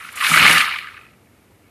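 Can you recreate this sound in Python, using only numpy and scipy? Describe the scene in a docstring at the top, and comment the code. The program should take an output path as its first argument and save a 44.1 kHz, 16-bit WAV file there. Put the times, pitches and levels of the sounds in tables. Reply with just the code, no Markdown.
"""A burst of dry rattling and hissing: a porcupine whirls round on a grassland road, shaking its quills.
Hundreds of hollow quills tap each other, bunches of them clack, and their shafts hiss as they slide.
Dull thumps and scuffs of the turning body come with the hardest shaking. The last quills tick into
place, leaving faint outdoor air and one distant, bird-like whistle."""
import sys
import numpy as np
from scipy import signal
from scipy.fft import rfft, irfft
from scipy.io import wavfile
from scipy.ndimage import uniform_filter1d

SR = 44100
rng = np.random.default_rng(int(sys.argv[2]) if len(sys.argv) > 2 else 0)


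def dump_mix(stems):
    """Bounce the given channels to the path in sys.argv[1] as a 16-bit WAV at rate SR."""
    frames = np.atleast_2d(stems).T  # one column per channel
    limited = np.clip(frames, -1, 1)  # hard clip at full scale
    pcm = np.round(limited * 32767).astype(np.int16)
    wavfile.write(sys.argv[1], SR, pcm)


N = 74970

QUILL_LOW_HZ, QUILL_HIGH_HZ = 622.7, 5326.7  # the range in which a quill rings
BRIGHT_SLOPE = 0.071  # harder knocks are brighter: extra dB of treble for each dB of level
TOP_HZ = 13450  # the microphone cuts the treble above this


def undb(db):
    """Turn decibels into a number to multiply a sound by."""
    return 10 ** (np.asarray(db) / 20)


def unit(x):
    """Scale a signal so that its average size (rms) is 1."""
    return x / np.sqrt(np.mean(x ** 2))


def fade(age, t60):
    """A dying-away curve that drops by 60 dB every t60 seconds."""
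    return undb(-60 * age / t60)


def follow(curve):
    """Join (time, level) points into a gain for every sample."""
    times, db = np.array(curve).T
    return undb(np.interp(np.arange(N) / SR, times, db))


def flicker(per_s):
    """A smooth random wobble of size 1 that takes a new value per_s times a second."""
    step = int(SR / per_s)
    stairs = np.repeat(rng.standard_normal(N // step + 2), step)
    return unit(uniform_filter1d(stairs, step)[rng.integers(step):][:N])


def colour(x, points, size=4096):
    """Make some pitches louder and others softer, following (frequency, level) points."""
    hz, db = np.array(points).T
    freqs = np.maximum(np.arange(size // 2 + 1) * SR / size, 1)
    gains = undb(np.interp(np.log(freqs), np.log(hz), db))
    # fold the filter so that it rings only after a sound, never before it
    cepstrum = irfft(np.log(gains))
    cepstrum[1:size // 2] *= 2
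    cepstrum[size // 2 + 1:] = 0
    return signal.fftconvolve(x, irfft(np.exp(rfft(cepstrum))))[:len(x)]


def add(track, start_s, sound):
    """Mix a sound into a track at the given time."""
    i = int(np.clip(start_s * SR, 0, N - 1))
    track[i:i + len(sound)] += sound[:N - i]


def quill_rings(knock_hz, width_oct, size=900, tones=7):
    """One row per knock: a quill rings with a few short tones, strongest near the pitch of the knock."""
    age, count = np.arange(size) / SR, len(knock_hz)
    places = (np.arange(tones) + rng.random((count, tones))) / tones
    hz = QUILL_LOW_HZ + (QUILL_HIGH_HZ - QUILL_LOW_HZ) * places
    octaves_away = np.log2(hz / knock_hz[:, None])
    gains = rng.choice([-1., 1.], (count, tones)) * np.exp(-.5 * (octaves_away / width_oct) ** 2)
    gains /= np.linalg.norm(gains, axis=1, keepdims=True)
    t60 = 0.00955 * 2 ** (.6 * rng.standard_normal((count, 1)))  # loosely held quills ring longer
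    return sum(gains[:, [k]] * np.sin(2 * np.pi * hz[:, [k]] * age) for k in range(tones)) * fade(age, t60)


def coat(x, ring_width_hz=10):
    """The coat of quills colours every knock and rings on briefly at a few pitches."""
    # tone colour of the coat: f/Hz, level/dB
    coat_colour = [(300, -36), (750, -25), (1000, -8.5), (1190, -1), (1350, -3), (1600, -2.5), (1900, 0.5),
                   (2100, -4.5), (2320, 0.5), (2650, -3.5), (3100, -5.5), (3600, -12), (4150, -13),
                   (5200, -20), (8000, -23)]
    # pitches at which the whole coat rings: f/Hz, level/dB
    coat_rings = [(1200, -8), (1755, -6.5), (1960, -6.5), (2345, -1.5), (2555, -3)]
    x = colour(x, coat_colour)
    return x + sum(undb(db) * signal.lfilter(*signal.iirpeak(hz, hz / ring_width_hz, fs=SR), x)
                   for hz, db in coat_rings)


def taps(per_s=1350, scatter_db=1, treble_hz=2870, bright_from_db=-34):
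    """Quills knock against each other at random, louder and brighter the harder the coat is shaken."""
    # force of the shaking, as the loudness of the taps: t/s, level/dB
    shaking = [(0, -38.5), (.08, -39), (.11, -42), (.155, -36.5), (.24, -16), (.295, -18.5), (.37, -13.5),
               (.47, -11), (.535, -14.5), (.6, -16.5), (.64, -20), (.75, -27), (.775, -31), (.82, -34.5),
               (.88, -40), (.925, -42.5), (.98, -46), (1.08, -54), (1.16, -63)]
    count = int(per_s * N / SR)
    times = (np.arange(count) + 2 * rng.random(count)) / per_s
    strengths = undb(scatter_db * np.clip(rng.standard_normal(count), -2, 1))
    rings = quill_rings(rng.uniform(QUILL_LOW_HZ, QUILL_HIGH_HZ, count), width_oct=.45)
    rattle = np.zeros(N)
    for start, strength, ring in zip(times, strengths, rings):
        add(rattle, start, strength * ring)
    rattle, force = unit(coat(rattle)), follow(shaking)
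    treble = signal.sosfiltfilt(signal.butter(4, treble_hz, "high", fs=SR, output="sos"), rattle)
    treble_gain = (force / undb(bright_from_db)) ** BRIGHT_SLOPE
    return force * (rattle + treble * (treble_gain - 1))


def reflections(x, t60=0.04, level_db=-10, size=4096):
    """Sound bounces off nearby surfaces, giving each tap a short tail."""
    tail = rng.standard_normal(size) * fade(np.arange(size) / SR, t60)
    return x + undb(level_db) * signal.fftconvolve(x, tail / np.linalg.norm(tail))[:N]


def hiss(scrapes_per_s=7000, scatter_db=1.5, bands=6, flicker_db=1.3, side_hz=10500, side_db=-14.5):
    """Shafts slide over each other in tiny scrapes that blur into a flickering hiss."""
    # loudness of the sliding: t/s, level/dB
    sliding = [(0, -47), (.15, -47.5), (.162, -33.5), (.195, -35.5), (.285, -22), (.38, -22.5), (.41, -26),
               (.51, -21), (.6, -26), (.68, -40.5), (.79, -49), (.85, -55.5), (1, -61.5), (1.15, -77)]
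    # tone colour of the sliding shafts: f/Hz, level/dB
    shaft_colour = [(300, -18), (700, 1.5), (3000, -12.5), (5500, 2), (7000, 2), (8200, 2), (9900, 8),
                    (11600, -1.5), (12900, 4), (13500, 1.5)]
    # sharp flicks of one shaft over another: t/s, level/dB
    flicks = [(0.126, -37.5), (.158, -38), (0.499, -28.5), (0.509, -21.5), (.527, -21), (0.580, -23),
              (.785, -42)]
    scrapes = (rng.random(N) < scrapes_per_s / SR) * rng.choice([-1, 1], N)
    strengths = undb(scatter_db * rng.standard_normal(N))
    spectrum = rfft(colour(scrapes * strengths, shaft_colour))
    # each band of pitches flickers on its own
    band = np.minimum(np.linspace(0, SR / 2, len(spectrum)) * bands // TOP_HZ, bands - 1)
    middle = unit(sum(irfft(spectrum * (band == k), N) * undb(flicker_db * flicker(per_s=60))
                      for k in range(bands)))
    # high noise, added on the left and taken away on the right, makes the top a little wide
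    side = signal.sosfilt(signal.butter(6, side_hz, "high", fs=SR, output="sos"), rng.standard_normal(N))
    side = undb(side_db) * unit(colour(side, shaft_colour)) * np.array([[1], [-1]])
    gain = follow(sliding)
    for start, db in flicks:
        add(gain, start, undb(db) * fade(np.arange(N // 10) / SR, t60=0.022))
    return (middle + side) * gain


def air(level_db=-53.5):
    """Outdoor air makes a faint, steady, low noise."""
    # tone colour of the air: f/Hz, level/dB
    air_colour = [(18, -49.5), (41, -20), (54, -3), (107, 3), (145, -4.5), (200, -2.5), (400, -6.5),
                  (795, -13.5), (1500, -21.5), (2430, -24.5), (5910, -29), (13000, -26)]
    return unit(colour(rng.standard_normal(N), air_colour)) * undb(level_db)


def clacks(quills=4, spread_s=.005, snap_hz=3980, snap_width_hz=1100, snap_db=-15.5, size=2048):
    """A bunch of quills lands almost at once, and their hard tips start the clack with a dry snap."""
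    # bunches that strike together, and the pitch of each knock: t/s, level/dB, f/Hz
    strikes = [(.008, -36.5, 1400), (0.047, -33.5, 1865), (0.088, -30.5, 1900), (0.174, -27.5, 2320),
               (.209, -18, 2500), (0.247, -16, 2100), (.265, -13.5, 2700), (0.338, -8, 1854),
               (0.344, -12, 1250), (.359, -11.5, 2000), (0.374, -6, 1800), (.398, -13, 3700),
               (0.426, -7.5, 2000), (0.431, -12, 2600), (.444, -9, 3600), (.452, -15, 1500),
               (.463, -5, 2090), (0.478, -9, 2700), (0.495, -10.5, 1900), (.511, -8, 2900),
               (0.522, -12, 2100), (.553, -14, 1800), (.561, -13, 1900), (0.571, -11, 1700),
               (.579, -12.5, 3700), (.591, -14.5, 2662), (.604, -9, 2000), (.611, -11.5, 2950),
               (0.641, -22.5, 1600), (.711, -24, 2300), (0.724, -23, 2600), (0.74, -22, 1600),
               (.760, -23, 2500), (.786, -22, 2700), (0.843, -32.5, 1700), (0.871, -30.5, 1766),
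               (0.885, -34, 1900), (0.942, -38, 1840), (.966, -38, 2500), (.975, -35.5, 1620)]
    out, age = np.zeros(N), np.arange(size) / SR
    tips = signal.iirpeak(snap_hz, snap_hz / snap_width_hz, fs=SR)
    for start, db, hz in strikes:
        bunch = np.zeros(size)
        delays = spread_s * (np.arange(quills) + rng.random(quills) / 2) / quills
        for delay, ring in zip(delays, quill_rings(np.full(quills, hz), width_oct=0.4)):
            add(bunch, delay, ring)
        burst = rng.standard_normal(size) * fade(age, t60=0.0082)
        snap = signal.lfilter(*tips, signal.lfilter(*tips, burst))
        clack = unit(coat(bunch)) + undb(snap_db + BRIGHT_SLOPE * db) * unit(snap)
        # as much energy as a steady sound of this level lasting spread_s
        add(out, start, unit(clack) * undb(db) * np.sqrt(spread_s * SR / size))
    return out


def rustle(level_db=-27, hold_from_s=0.4203, hold_to_s=0.5193, slope_db_per_s=116, scuff_width_s=0.0067):
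    """The moving coat makes a low rustle that swells, holds and fades; feet and coat add short scuffs."""
    # tone colour of the moving coat: f/Hz, level/dB
    rustle_colour = [(25, -22.5), (60, -7), (150, -0.5), (280, 0), (430, -4.5), (650, -2.5), (1000, 0.5),
                     (1500, -23)]
    # rough scuffs of the feet and coat: t/s, level/dB
    scuffs = [(0.311, -34), (0.371, -25.5), (.454, -24.5), (.505, -24.5), (.563, -28.5), (1.518, -56)]
    t = np.arange(N) / SR
    away_s = np.maximum(hold_from_s - t, 0) + np.maximum(t - hold_to_s, 0)
    swell = undb(level_db - slope_db_per_s * away_s)
    bumps = sum(undb(db) * np.exp(-.5 * ((t - peak_s) / scuff_width_s) ** 2) for peak_s, db in scuffs)
    return unit(colour(rng.standard_normal(N), rustle_colour)) * np.hypot(swell, bumps)


def thumps(attack_s=.004, pitch_scatter=0.0074):
    """The turning body makes dull thumps, each a few low tones that quickly die away."""
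    # thumps of the body: t/s, level/dB
    hits = [(0.301, -26), (0.314, -23), (0.399, -24), (0.44, -22.5), (0.495, -24), (0.543, -28)]
    # tones in a thump: f/Hz, level/dB, time to fade by 60 dB/s
    thump_tones = [(75.5, -19, 0.06), (122, -11.5, 0.05), (163, 0, 0.21), (190, -4.5, 0.067),
                   (242.6, -2.5, 0.06), (297, 1.5, 0.026)]
    out, age = np.zeros(N), np.arange(N // 10) / SR
    for start, db in hits:
        ring = np.zeros(len(age))
        for hz, tone_db, t60 in thump_tones:
            pitch = hz * (1 + pitch_scatter * rng.standard_normal())
            ring += undb(tone_db) * fade(age, t60) * np.sin(2 * np.pi * (pitch * age + rng.random()))
        add(out, start, undb(db) * ring * (1 - np.exp(-age / attack_s)))
    return out


def ticks(pitch_scatter=0.0101):
    """The last quills drop into place one by one, free to ring a little longer."""
    # single quills settling back: t/s, level/dB
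    landings = [(0.992, -43), (1.013, -41.5), (1.034, -45.5), (1.053, -45.5), (1.066, -44.5),
                (1.088, -50.5), (1.135, -54)]
    # tones of a settling quill: f/Hz, level/dB, time to fade by 60 dB/s
    tick_tones = [(1376, -8.5, 0.047), (1973, -8, 0.126), (2415, -4, 0.068), (2550, 2, 0.0413)]
    out, age = np.zeros(N), np.arange(N // 10) / SR
    for start, db in landings:
        for hz, tone_db, t60 in tick_tones:
            pitch = hz * (1 + pitch_scatter * rng.standard_normal())
            add(out, start, undb(db + tone_db) * fade(age, t60) * np.sin(2 * np.pi * pitch * age))
    return out


def whistle(start_s=1.63, length_s=0.0755, start_hz=2320, fall_hz_per_s=2500, level_db=-63.5):
    """One thin falling note from far away, like a bird's."""
    age = np.clip(np.arange(N) / SR - start_s, 0, length_s)
    cycles = np.cumsum(start_hz - fall_hz_per_s * age) / SR
    return undb(level_db) * np.sin(np.pi * age / length_s) * np.sin(2 * np.pi * cycles)


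def scene():
    """The porcupine rattles straight ahead, over the quiet outdoor background."""
    knocks = reflections(taps() + clacks() + ticks())
    return knocks + hiss() + rustle() + thumps() + whistle() + air()


def record(dry):
    """The microphone rounds off the tallest peaks and cuts the highest treble."""
    ceiling = .88
    rounded = dry / (1 + (dry / ceiling) ** 6) ** (1 / 6)
    return signal.sosfilt(signal.ellip(10, .2, 80, TOP_HZ, fs=SR, output="sos"), rounded)


dry = scene()
out = record(dry)
dump_mix(out)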